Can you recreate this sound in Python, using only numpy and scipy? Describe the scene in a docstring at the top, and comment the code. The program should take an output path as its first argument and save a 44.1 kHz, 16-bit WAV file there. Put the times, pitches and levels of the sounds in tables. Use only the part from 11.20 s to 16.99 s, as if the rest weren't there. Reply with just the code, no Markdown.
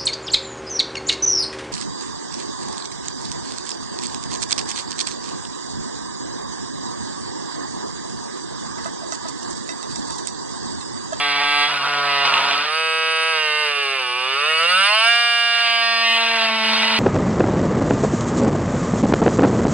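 """A cordless oscillating saw outdoors, taken up close in stereo by two microphone ports.
First the blade skims and bounces on the end of a wooden beam: chatter, a low hum and a few hard snags. Then it
runs free while its speed is dialled down and up, and at last it plunges into the wood. Throughout, two yoke
knocks a shaft turn ring the housing as a whine, gears rattle and the steel hisses and sings near 9 kHz.
Behind it lie a low rumble of the yard and a little scatter from paving and beam."""
import sys
import numpy as np
from scipy import signal
from scipy.fft import rfft, irfft, next_fast_len
from scipy.io import wavfile
from scipy.ndimage import uniform_filter1d

SR = 44100
rng = np.random.default_rng(int(sys.argv[2]) if len(sys.argv) > 2 else 0)


def pcm_store(signal):
    """Save signal as 16-bit PCM."""
    levels = np.round(np.clip(np.atleast_2d(signal), -1, 1) * 32767)
    wavfile.write(sys.argv[1], SR, levels.astype(np.int16).T)


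N = 255339
T = np.arange(N) / SR  # time [s]
M = next_fast_len(N + 8192, real=True)  # padded length, so that rings do not wrap round
F = np.arange(1, M // 2 + 2) * SR / M  # frequency of each bin [Hz], shifted up one bin to avoid zero
SMALL = 1 / (1 - 1j * 310.0 / F) ** 2  # a small housing radiates no bass


def undb(db):
    """Amplitude of a level in dB."""
    return 10 ** (np.asarray(db) / 20)


def level(x, db):
    """Scale to an rms level."""
    return x * undb(db) / np.sqrt(np.mean(x ** 2))


def curves(table, s=T):
    """Columns of a table as straight lines in time."""
    at, *columns = np.transpose(table)
    return [np.interp(s, at, c) for c in columns]


def on_log(points, hz=F):
    """Values of (frequency, value) points on a log-frequency axis."""
    at, value = np.transpose(points)
    return np.interp(np.log(hz), np.log(at), value)


def modes(table, hz=F):
    """Complex response of resonances (frequency, width, level), neighbours in opposite sign."""
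    total = 0
    for k, (f, width, db) in enumerate(table):
        detuning = (hz / f - f / hz) * f / width
        total = total + (-1) ** k * undb(db) / (1 + 1j * detuning)
    return total


def shape(x, response):
    """Filter by a frequency response."""
    return irfft(rfft(x, M) * response, M)[..., :N]


def walk(rate, count):
    """Random levels held 1 / rate s and slewed twice; spread near 1."""
    hold = int(SR / rate)
    held = np.repeat(rng.standard_normal(count // hold + 1), hold)
    return 1.3 * uniform_filter1d(uniform_filter1d(held, hold), hold)[:count]


def puffs(turn, width):
    """A burst at each half turn that dies away over a share of the half turn."""
    return np.exp(-(2 * turn % 1) / width)


# Speed of the saw, sagging under load and following the dial when free:
# (time [s], stroke rate [Hz], whine level [dB])
SPEED = [(0, 144, -19), (.15, 142.8, -20), (.44, 145.7, -16), (.5, 146.5, -24), (.63, 140.2, -24),
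         (.69, 144.4, -22), (.92, 141.8, -19), (1.03, 140.5, -18), (1.07, 140.1, -20), (1.15, 138.9, -21.5),
         (1.4, 143.2, -21.5), (1.45, 149.7, -25.5), (1.56, 159.4, -20), (1.65, 160.5, -20),
         (2.11, 161.3, -19), (2.2, 155.3, -19.5), (2.29, 151.9, -19.5), (2.43, 151.1, -19.5),
         (2.54, 143.8, -21.5), (2.61, 141.9, -21), (2.66, 137.9, -21.5), (2.745, 135.3, -22),
         (2.8, 130.1, -22), (2.86, 124, -23.5), (2.92, 123.5, -22.5), (3.06, 129.8, -22),
         (3.14, 135.6, -21), (3.3, 158, -17.5), (3.38, 161, -17.5), (3.43, 167, -16), (3.465, 171.8, -17.5),
         (3.51, 180.5, -15.5), (3.53, 182.4, -15), (3.585, 190.3, -14.5), (3.65, 200.2, -14.5),
         (3.7, 208.5, -15.5), (3.75, 216.2, -15), (3.8, 221.5, -15.5), (3.89, 233.9, -13),
         (4.0, 236.2, -16), (4.36, 234.7, -17.5), (4.5, 232.8, -17), (4.8, 230.2, -18), (4.86, 231, -16),
         (4.96, 229.3, -16), (5.0, 229.6, -18.5), (5.13, 228.7, -20), (5.27, 223.1, -18.5),
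         (5.32, 223.2, -20.5), (5.43, 220.3, -20), (5.48, 220.8, -19.5), (5.79, 221.5, -21)]


def speed():
    """Stroke rate and whine level: the motor slows against the wood and follows the dial in free air."""
    return curves(SPEED)


FLARE_HZ_PER_S = 90  # sweep at which the measure of a changing speed bends towards 1


def gliding(hz, s, size):
    """How quickly the speed changes, 0-1."""
    return np.tanh(uniform_filter1d(abs(np.gradient(hz, s)), size=size) / FLARE_HZ_PER_S)


# Spells in which the upper overtones and the crackle sound duller: (from [s], until [s], level change [dB])
DULLED = [(0, 0.073, -3.5), (0.145, .27, -4), (0.473, 0.858, -2), (5.276, 5.436, -2.5)]


def dulled():
    """Level change in dB of the upper overtones and the crackle, eased in and out of each dull spell."""
    db = sum(change * ((T > a) & (T < b)) for a, b, change in DULLED) * 1.
    return uniform_filter1d(db, size=1200)


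# Resonances of the tool's housing: (frequency [Hz], width [Hz], relative level [dB])
BODY = [(655, 470, -13), (1054, 320, -6), (1426, 280, -2), (2110, 300, -1), (2435, 180, 0),
        (2763, 114, 5.5), (3420, 780, -2.5), (4780, 160, 0.5), (5540, 21, -16)]


def housing(hz):
    """Resonances of the housing, which colour both the whine and the rattle."""
    return modes(BODY, hz)


# Overtones of the whine in each state of running: (multiple of the stroke rate, relative level [dB])
SKIMMING = [(3, -14), (4, -16), (5, -4), (6, -4), (7, -10), (8, -1), (9, 0), (10, -12), (11, 0), (12, -17),
            (13, -4), (14, -3), (15, -4), (16, -1), (17, -9), (18, -4), (19, 0), (20, -10), (21, -9),
            (22, -9), (23, -2), (24, -5), (25, -14), (26, -11), (27, -9), (28, -9), (29, -17), (30, -21),
            (31, -18), (32, -19), (33, -17), (34, -21), (35, -29), (36, -30), (37, -30), (38, -28)]
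FREE = [(3, -8), (4, -12), (5, -15), (6, -12), (7, -9), (8, -2), (9, -9), (10, -5), (11, -16), (12, -8),
        (13, -12), (14, -6), (15, -11), (16, 0), (17, -6), (18, -5), (19, -10), (20, -16), (21, -17),
        (22, -23), (23, -14), (24, -17), (25, -29), (26, -31), (27, -27), (28, -18), (29, -23), (30, -18),
        (31, -31), (32, -35), (33, -32), (34, -30), (35, -39), (36, -37)]
SLIDING = [(3, -11), (4, -9), (5, -2), (6, -8), (7, -3), (8, -2), (9, 0), (10, -5), (11, -5), (12, -10),
           (13, -7), (14, -2), (15, -5), (16, -11), (17, -9), (18, -3), (19, -4), (20, -2), (21, -7),
           (22, -9), (23, -9), (24, -14), (25, -9), (26, -11), (27, -13), (28, -14), (29, -14), (30, -18),
           (31, -29), (32, -16), (33, -22), (34, -25), (35, -27), (36, -25), (37, -21), (38, -30)]
SLOWEST = [(3, -5.5), (4, -2), (5, -13), (6, -6), (7, 3), (8, -7), (9, 9.5), (10, 3.5), (11, -8), (12, 3),
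           (13, -9), (14, -2), (15, -16), (16, -3), (17, -5), (18, -7), (19, 8), (20, -1.5), (21, 6),
           (22, 3.5), (23, 6), (24, 2.5), (25, -3), (26, -18), (27, -3), (28, -9), (29, -5), (30, -10),
           (31, -10), (32, -17), (33, -22), (34, -10), (35, -33), (36, -15), (37, -9), (38, -18), (39, -15),
           (40, -31), (41, -28), (42, -29), (43, -13), (44, -34), (45, -43), (46, -44)]
RISING = [(3, -1), (4, -2), (5, -8), (6, -5), (7, -1), (8, 9), (9, 3), (10, -4), (11, -1), (12, 0),
          (13, -10), (14, 6), (15, -11), (16, 9.5), (17, 1), (18, 7), (19, -5), (20, -17), (21, -8),
          (22, -8), (23, -4.5), (24, -20), (25, -17), (26, -22), (27, -30), (28, -8), (29, -25), (30, -6.5),
          (31, -34), (32, -21), (33, -29), (34, -32), (35, -38), (36, -41)]
FLAT_OUT = [(3, -8), (4, -20), (5, -8), (6, -6), (7, -2), (8, -9), (9, -13), (10, -2), (11, -17), (12, 0),
            (13, -9), (14, -17), (15, -9), (16, -17), (17, -20), (18, -26), (19, -20), (20, -20), (21, -22),
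            (22, -25), (23, -25), (24, -35), (25, -38), (26, -38)]
BITING = [(3, -3), (4, -10), (5, 0), (6, -9), (7, -4), (8, 0), (9, -14), (10, -4), (11, -1), (12, 0),
          (13, -4), (14, -10), (15, -5), (16, -13), (17, -17), (18, -12), (19, -14), (20, -20), (21, -10),
          (22, -20), (23, -19), (24, -25), (25, -30), (26, -33)]
BURIED = [(3, -5), (4, -3), (5, -3), (6, -6), (7, -7), (8, -9), (9, -3), (10, -2), (11, -3), (12, -5),
          (13, 0), (14, -3), (15, -10), (16, -9), (17, -8), (18, -13), (19, -16), (20, -15), (21, -18),
          (22, -20), (23, -23), (24, -23), (25, -26), (26, -27)]
BOUNCING = [(3, -14), (4, -13), (5, -6), (6, -14), (7, -6), (8, -3), (9, 0), (10, -1), (11, -7), (12, -14),
            (13, -10), (14, -14), (15, -11), (16, -8), (17, -14), (18, -11), (19, -7), (20, -8), (21, -13),
            (22, -15), (23, -12), (24, -14), (25, -18), (26, -15), (27, -24), (28, -19), (29, -19),
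            (30, -26), (31, -23), (32, -24), (33, -23), (34, -22), (35, -29), (36, -27), (37, -33),
            (38, -31)]
EASED = [(3, -11), (4, -12), (5, -22), (6, -11), (7, -14), (8, -4), (9, -19), (10, -5), (11, -15), (12, -6),
         (13, -15), (14, -5), (15, -15), (16, -12), (17, -12), (18, 0), (19, -7), (20, -10), (21, -12),
         (22, -20), (23, -27), (24, -25), (25, -14), (26, -22), (27, -28), (28, -32), (29, -24), (30, -33),
         (31, -21), (32, -21), (33, -34), (34, -35), (35, -34), (36, -36), (37, -34), (38, -36)]
SLOWING = [(3, -10), (4, -14), (5, -15), (6, -13), (7, -27), (8, -3), (9, -6), (10, -9), (11, -14),
           (12, -6), (13, -12), (14, -16), (15, -7), (16, -14), (17, -3), (18, -11), (19, 0), (20, -5),
           (21, -5), (22, -14), (23, -18), (24, -19), (25, -14), (26, -17), (27, -23), (28, -19), (29, -21),
           (30, -29), (31, -27), (32, -20), (33, -23), (34, -25), (35, -22), (36, -26), (37, -33),
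           (38, -39), (39, -34), (40, -38)]
REVVING = [(3, -12), (4, -20), (5, -12), (6, -13), (7, 0), (8, -3), (9, -13), (10, -15), (11, -13),
           (12, -8), (13, -8), (14, -9), (15, -3), (16, -11), (17, -13), (18, -15), (19, -14), (20, -15),
           (21, -18), (22, -22), (23, -25), (24, -19), (25, -19), (26, -20), (27, -27), (28, -36),
           (29, -41), (30, -45)]
NEAR_TOP = [(3, -8), (4, -8), (5, -4), (6, -8), (7, -5), (8, -8), (9, -7), (10, -10), (11, -5), (12, -5),
            (13, 0), (14, -4), (15, -15), (16, -14), (17, -15), (18, -19), (19, -18), (20, -19), (21, -24),
            (22, -14), (23, -22), (24, -24), (25, -33), (26, -31), (27, -70)]
TOUCHING = [(3, -4), (4, -12), (5, -4), (6, -11), (7, -2), (8, -11), (9, -7), (10, 0), (11, -4), (12, 0),
            (13, -1), (14, -7), (15, -11), (16, -12), (17, -17), (18, -22), (19, -19), (20, -16), (21, -12),
            (22, -21), (23, -30), (24, -30), (25, -39), (26, -33)]
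SINGING = [(3, -8), (4, -12), (5, -6), (6, -17), (7, -20), (8, -4), (9, -6), (10, -17), (11, 0), (12, -1),
           (13, -4), (14, -6), (15, -15), (16, -12), (17, -12), (18, -16), (19, -25), (20, -26), (21, -28),
           (22, -25), (23, -28), (24, -34), (25, -36), (26, -40)]
SINKING = [(3, -4), (4, -5), (5, -6), (6, -9), (7, -5), (8, -7), (9, -11), (10, -11), (11, -8), (12, 0),
           (13, -8), (14, -9), (15, -9), (16, -13), (17, -14), (18, -15), (19, -22), (20, -20), (21, -27),
           (22, -26), (23, -31), (24, -28), (25, -34), (26, -38)]
# States in order, each fading into the next:
# (overtones, stroke rate they hold for [Hz], fully in from [s], until [s])
RUNNING = [(SKIMMING, 145, 0, .47), (BOUNCING, 143, .5, .84), (SLIDING, 141.4, .89, 1.03),
           (BOUNCING, 141, 1.06, 1.43), (FREE, 161, 1.56, 2.14), (EASED, 151.5, 2.22, 2.45),
           (SLOWING, 140.5, 2.52, 2.72), (SLOWEST, 124, 2.82, 3.0), (RISING, 161.3, 3.3, 3.42),
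           (REVVING, 190, 3.5, 3.61), (NEAR_TOP, 216, 3.7, 3.82), (FLAT_OUT, 235, 3.88, 4.42),
           (TOUCHING, 231.5, 4.45, 4.6), (BITING, 230.8, 4.63, 4.82), (SINGING, 229.5, 4.85, 4.96),
           (SINKING, 227, 4.99, 5.27), (BURIED, 221.5, 5.3, 5.79)]
STAYS = 0.92  # share of the overtone pattern that stays at its pitch when the speed changes


def overtone_patterns(orders, hz, s):
    """Level in dB of each overtone before the housing colours it, crossfaded between states."""
    times = [at for *_, start, end in RUNNING for at in (start, end)]
    shares = [np.interp(s, times, np.repeat(row, 2)) for row in np.eye(len(RUNNING))]
    own_db = []
    for overtones, f, *_ in RUNNING:
        heard_db = np.interp(orders, *np.transpose(overtones), right=-38)
        own_db.append(heard_db - 20 * np.log10(abs(housing(orders * f)) + 0.059))
    return [sum(share * np.interp(k * (hz / f) ** STAYS, orders, db)
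                for share, db, (_, f, *_) in zip(shares, own_db, RUNNING)) for k in orders]


# The two yoke knocks of a turn: (time [s], strength of the second against the first [0-1, held to 0.95],
# share of the housing's lag in each overtone [0-1])
KNOCKS = [(0, 0.7, 0), (.45, 0.45, 0.3), (.55, 0.5, 0.66), (.85, 1, .5), (1.0, 0.76, 0.39),
          (1.5, 0.7, 0.24), (2.1, 0.86, 0.45), (2.3, 0.48, 0.38), (3.4, 0.5, 0.37), (3.5, 0.26, 0.41),
          (3.62, 0.33, 0.18), (3.72, 1, 0.36), (3.9, 0.25, 0.3), (4.5, .3, .15), (4.9, .64, 0.36),
          (5.2, 0.46, .3), (5.35, .75, 0.43), (5.79, 0.71, 0.32)]
FLARE_DB = 3  # the overtones flare and fade at random while the speed changes
GLIDE_FLUTTER, GLIDE_SMEAR = 0.4, 0.29  # flutter and blur of a changing speed, as shares of those under load
DULLED_ABOVE_HZ = 1200


def whine(hz, turn, rough):
    """Two nearly opposite knocks a turn, as overtones that swell where they cross a housing resonance."""
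    step = 64  # slow curves are worked out once every 64 samples
    s, slow_hz, slow_rough = T[::step], hz[::step], rough[::step]
    orders = np.arange(3, SLOWEST[-1][0] + 1)
    glide = gliding(slow_hz, s, size=100)
    second, lag = np.clip(curves(KNOCKS, s), 0, .95)
    dull_db = dulled()[::step]
    gains, phases = [], []
    for k, pattern_db in zip(orders, overtone_patterns(orders, slow_hz, s)):
        overtone_hz = k * slow_hz
        body = housing(overtone_hz)
        # the ports partly cancel in the treble, so each port alone hears it louder; the top rolls off
        top = 1 / (1 + (overtone_hz / 6000.) ** 12)
        top = top / np.maximum(np.cos(port_lag(overtone_hz) / 2), .35)
        # every overtone wavers slowly on its own; a loaded blade adds a quick flutter, most to the high
        # ones, and loose play shakes them while the speed changes
        flutter = np.hypot(slow_rough, GLIDE_FLUTTER * glide) * min(k / 11.3, 1)
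        waver_db = 0.56 * walk(8 * step, count=len(s))
        waver_db += 6.5 * flutter * walk(60. * step, count=len(s))
        waver_db += FLARE_DB * glide * walk(26. * step, count=len(s))
        waver_db += dull_db / (1 + (DULLED_ABOVE_HZ / overtone_hz) ** 4)
        gains.append(undb(pattern_db + waver_db) * (abs(body) + 0.091) * top)
        # load or a changing speed blurs the knocks by letting the phases drift
        knocks = np.angle(1 - second * np.exp(-2j * np.pi * k * .47))
        smear = np.hypot(slow_rough, GLIDE_SMEAR * glide) * min(k / 8.5, 1)
        drift = .28 * walk(5 * step, count=len(s)) + 2.6 * smear * walk(30 * step, count=len(s))
        phases.append(lag * np.unwrap(np.angle(body)) + knocks + drift)
    total = np.sqrt(np.sum(np.square(gains), axis=0) / 2)
    return sum(np.interp(T, s, g / total) * np.cos(2 * np.pi * k * turn + np.interp(T, s, p))
               for k, g, p in zip(orders, gains, phases))


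# Bouts in which the blade bounces or binds and the teeth tear: (start [s], length [s], chatter level [dB])
BOUTS = [(0.157, 0.08, -27), (0.481, 0.098, -26), (0.616, 0.046, -27), (.74, 0.027, -31),
         (1.052, 0.026, -20.5), (1.078, 0.31, -26.5), (1.143, 0.05, -26.5), (1.226, 0.017, -29),
         (1.292, 0.077, -26.5), (1.407, 0.083, -27), (4.337, 0.021, -29.5), (4.38, 0.035, -27),
         (4.465, 0.034, -29), (4.538, 0.045, -37), (4.722, 0.049, -36), (4.969, 0.23, -29),
         (5.05, 0.023, -28), (5.14, .025, -31), (5.211, 0.041, -31), (5.44, 0.064, -29),
         (5.532, 0.15, -24.5), (5.681, 0.15, -24)]
BOUT_RISE_S, BOUT_FALL_S = 0.0094, 0.014


def bouts():
    """Amplitude of the tearing bouts: quick rise, hold, slower fall, added as powers."""
    power = 0
    for s, length, db in BOUTS:
        rise = np.maximum(s - T, 0) / BOUT_RISE_S
        fall = np.maximum(T - s - length, 0) / BOUT_FALL_S
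        power = power + undb(db) ** 2 * np.exp(-2 * (rise + fall))
    return np.sqrt(power)


# Resonances of the beam around the cut: (frequency [Hz], width [Hz], relative level [dB])
WOOD = [(209, 19, -12), (572, 140, -10), (932, 103, 0.5), (1380, 177, -1.5), (1890, 341, 4),
        (2524, 326, 8.5), (2854, 330, 9), (3650, 790, 3.5), (4620, 410, 2.5), (5320, 410, -2.5)]
# Boom of the beam's modes under 1.5 kHz in the chatter, strongest while the blade bounces on the end face:
# (time [s], relative level [dB])
BOOM = [(0, 0), (.3, 4), (.58, 5), (.615, 11.5), (.665, 14.5), (.72, 4), (1.0, 9), (1.2, 13.5), (1.55, 1.5),
        (4.5, -5), (5.0, 1.5), (5.55, 6.5)]
STROKE_DB, SWELL_DB = 2.2, 1.3  # spread of bite from one half turn to the next; slow unevenness of the grain
SLAP_DB, SLAP_SPREAD_DB, SLAP_JITTER_S = 14.5, 2.5, .0004  # slap level over a basic tooth click


def chatter(turn):
    """Teeth tear fibres: dense uneven clicks, bunched as each stroke bites, ring the wood."""
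    chance = rng.random((3, N))
    clicks_per_s = 4500. * (.25 + 2.8 * puffs(turn, .25))
    stroke_db = STROKE_DB * rng.standard_normal(N // 64)[(2 * turn).astype(int)]
    size_db = np.minimum(-2.4 * np.log(chance[2] + 1e-9), 6.)
    size = undb(size_db + stroke_db + SWELL_DB * walk(45., count=N))
    clicks = (chance[0] < clicks_per_s / SR) * np.sign(chance[1] - .5) * size
    # once a turn the blade slaps the kerf, a little early or late and harder or softer each time
    slap = rng.standard_normal((N // 64, 2))
    at = np.flatnonzero(np.diff(turn // 1))
    late = (SLAP_JITTER_S * SR * slap[:len(at), 0]).astype(int)
    clicks[np.clip(at + late, 0, N - 1)] += undb(SLAP_DB + SLAP_SPREAD_DB * slap[:len(at), 1])
    low = [mode for mode in WOOD if mode[0] < 1500]
    high = [mode for mode in WOOD if mode[0] >= 1500]
    soft = 1 / (1 + 1j * F / 11700.0) ** 2  # fibres give way over a moment, so the clicks are not sharp
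    soft = soft / (1 - 1j * 140.0 / F) ** 2  # a beam end radiates no deep bass
    boom = undb(curves(BOOM)[0]) * shape(clicks, modes(low) * soft)
    crackle = undb(dulled()) * shape(clicks, modes(high) * soft)
    return level(boom + crackle, 0.82)


# Moments when a tooth catches: (time [s], peak level at the source [dB])
SNAGS = [(1.056, -8), (1.069, -16), (1.079, -21), (1.139, -4), (1.169, -10), (1.177, -9), (1.183, -14),
         (1.298, -21), (1.343, -12)]


def snags():
    """Single hard catches of a tooth, ringing the same wood."""
    hit = np.zeros(N)
    response = modes(WOOD) ** 2 * SMALL
    ring = shape((np.arange(N) == 0) * 1., response)
    for s, peak_db in SNAGS:
        hit[int(s * SR)] = undb(peak_db) / np.max(abs(ring))
    return shape(hit, response)


# Blade on the wood, and the hum: (time [s], contact [0-1], hum at the stroke rate [dB], at twice the rate [dB])
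CONTACT = [(0, 0.8, -53, -46.5), (.16, 0.56, -50, -43), (.23, 0.97, -51, -46), (.27, 0.4, -54, -43),
           (.47, 0.4, -54, -45), (.49, 0.7, -49, -47), (.6, 0.9, -48, -48), (.8, 0.8, -47, -47),
           (1.0, 0.5, -47.5, -47), (1.05, 0.46, -47, -53), (1.4, 0.82, -51, -44.5), (1.5, 0.02, -63, -59),
           (2.1, 0.04, -63, -56.5), (2.9, 0.04, -62, -62.5), (3.35, 0.06, -60, -56.5),
           (3.6, 0.02, -47, -56), (3.71, 0, -76, -50), (3.9, 0.08, -68, -44.5), (4.4, 0.14, -58.5, -48),
           (4.94, 0.5, -42.5, -44.5), (5.0, 0.75, -42, -41), (5.13, 0.74, -40, -39.5),
           (5.27, 0.95, -37, -43), (5.3, 1, -34.5, -42), (5.42, 0.57, -34, -43), (5.46, 1, -32, -39),
           (5.5, 0.85, -31.5, -42), (5.79, 0.81, -32.5, -39.5)]
HUM_WAVER_DB = 2  # unsteadiness of the hum while the teeth tear


def hum(turn, rough):
    """The beam, or in free air the housing near 190 Hz, hums at the stroke rate and twice that."""
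    _, once_db, twice_db = curves(CONTACT)
    once = undb(once_db + HUM_WAVER_DB * rough * walk(30., count=N))
    twice = undb(twice_db + HUM_WAVER_DB * rough * walk(30., count=N))
    return np.sqrt(2) * (once * np.sin(2 * np.pi * turn) + twice * np.sin(4 * np.pi * turn))


# Broad rasp of the gear head: (frequency [Hz], width [Hz], relative level [dB])
GEARS = [(4380, 320, -15), (4740, 510, -8), (5600, 160, -2.5)]


def rattle(turn):
    """Loose play in the gearing: noise, puffed at each half turn, in the housing's resonances."""
    noise = (.3 + puffs(turn, 0.11)) * rng.standard_normal(N)
    return level(shape(noise, (housing(F) + modes(GEARS)) * SMALL), -6.5)


# Spectrum of the blade's hiss: (frequency [Hz], relative density [dB per Hz])
HISS = [(2500, -50), (4500, -24), (5800, -35), (6500, -6), (8000, 0), (9300, -3.5), (10800, -1.5),
        (11500, -12), (12200, -64)]
# Narrow modes of the steel: (frequency [Hz], width [Hz], level over the hiss before contact is counted [dB])
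BLADE = [(8500, 40, -8), (9030, 45, -5)]
RING_FREE_DB, RING_DAMPED_DB = 7.5, -53  # added to the ring in free air; change at full contact
RING_KNOCK_DB = 30  # regular knocks over loose rattle in what strikes the steel


def blade(turn, contact):
    """Knock-gated rattle: a hiss, partly unlike at the two ports, and the narrow modes of the steel."""
    steady = (np.exp(-(turn % 1) / 0.0038) - .002) * 3.3  # the part that repeats exactly, once a turn
    loose = (0.97 + puffs(turn, 0.17)) * rng.standard_normal(N) + steady
    flicker = undb(1.0 * walk(12.0, count=N))
    spectrum = undb(on_log(HISS))
    hiss = level(shape(loose * flicker, spectrum), 0)
    unlike = level(shape(rng.standard_normal((2, N)) * flicker, spectrum), -3.5)
    # the steel sings out whenever an overtone of the knocks lands on one of its modes
    strikes = level(loose, 0) + level(steady, RING_KNOCK_DB)
    ring = 0
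    for f, width, db in BLADE:
        tone = level(shape(strikes, modes([(f, width, 0)]) ** 2), db)
        ring = ring + tone * undb(1.96 * walk(14.0, count=N))
    return hiss + undb(RING_FREE_DB + RING_DAMPED_DB * contact) * ring, unlike


# Spectrum of the low outdoor rumble: (frequency [Hz], relative density [dB per Hz])
YARD = [(15, -48), (25, -13.5), (54, -11), (113, -8.5), (254, -9.5), (325, -14), (400, 2), (520, -33),
        (880, -120)]
# Level of the rumble, turned down by the recorder's gain while the saw is loud, with a thump at 1.14 s:
# (time [s], relative level [dB])
RUMBLE = [(0, -64), (1.06, -66), (1.14, -47), (1.22, -56), (1.6, -66), (3.13, -64), (4.4, -72), (4.6, -88),
          (5.3, -72), (5.79, -60)]


def yard():
    """Low outdoor rumble: shaped noise whose level follows the table."""
    rumble = level(shape(rng.standard_normal(N), undb(on_log(YARD))), 2.1)
    return rumble * undb(curves(RUMBLE)[0])


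# Spacing of the microphone ports as heard: (frequency [Hz], lag of left behind right [radians])
PORTS = [(1500, .05), (2500, .3), (3600, 1.2), (4300, 2.3), (5300, 2.45), (7000, 3.1), (8000, 2.7),
         (9000, 1.3), (10000, 1.9), (11000, 2.9)]


def port_lag(hz=F):
    """Phase by which the left port lags the right."""
    return on_log(PORTS, hz)


# Echoes from paving and beam: (frequency [Hz], level against the direct sound [dB])
SCATTER = [(100, -12), (500, -25.5), (1200, -11), (2500, -11), (5000, -11), (9000, 3)]
ECHO_S = .02  # decay time of the scatter


def scatter():
    """Response of dense, decaying random echoes off the paving and the beam."""
    echoes = rng.standard_normal(N) * np.exp(-T / ECHO_S)
    return rfft(echoes / np.linalg.norm(echoes), M) * undb(on_log(SCATTER))


CHATTER_DB = -5  # steady chatter under the whine at full contact
HISS_DB, HISS_DB_PER_OCTAVE, HISS_TORN_DB = -26.5, 1, -26  # under the whine at 150 Hz; under the chatter
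STEADY_RATTLE_DB, RATTLE_DB_PER_OCTAVE = -2.5, -5  # less rattle at a steady speed, and less at a high one
PAN_FREE_DB, PAN_CUT_DB = -3, -1.1  # left minus right, in free air and at full contact


def scene():
    """The tool, heard by two close ports with a little scatter from paving and beam."""
    hz, whine_db = speed()
    contact = np.clip(curves(CONTACT)[0], 0, 1)
    turn = np.cumsum(hz * (1 + .001 * walk(30., count=N))) / SR
    octaves = np.log2(hz / 150)
    steady = undb(whine_db + CHATTER_DB) * contact ** 1.2
    tearing = np.hypot(steady, bouts())
    rough = np.clip(tearing / undb(whine_db), 0, 1)

    # three times the steady cut at constant speed, twice it in a fast glide
    loose = undb(STEADY_RATTLE_DB * (3.0 - gliding(hz, T, size=6400)) + RATTLE_DB_PER_OCTAVE * octaves)
    tool = undb(whine_db) * (whine(hz, turn, rough) + loose * rattle(turn))
    tool = tool + tearing * chatter(turn) + snags()
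    hiss_free = undb(whine_db + HISS_DB + HISS_DB_PER_OCTAVE * octaves)
    hiss = np.hypot(hiss_free, undb(HISS_TORN_DB) * tearing)
    steel, unlike = (hiss * part for part in blade(turn, contact))
    middle = hum(turn, rough) + steel + yard()

    pan_db = PAN_FREE_DB + np.sqrt(contact) * (PAN_CUT_DB - PAN_FREE_DB)
    echoes = scatter()
    out = []
    for side, own_hiss in zip((1, -1), unlike):  # left, right
        port = np.exp(-.5j * side * port_lag())
        # the scatter is added in opposite sign left and right, which widens the tool's sound
        panned = shape(undb(side * pan_db / 2) * tool, port + side * echoes)
        out.append(panned + shape(middle, port) + own_hiss)
    return np.array(out)


TOP_HZ = 12200  # upper limit of the recorder


def record(dry):
    """The recorder rounds the loudest peaks and cuts the top."""
    low_pass = signal.ellip(10, .2, 70, TOP_HZ, fs=SR, output="sos")
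    return signal.sosfilt(low_pass, np.tanh(dry))


dry = scene()
out = record(dry)
pcm_store(out)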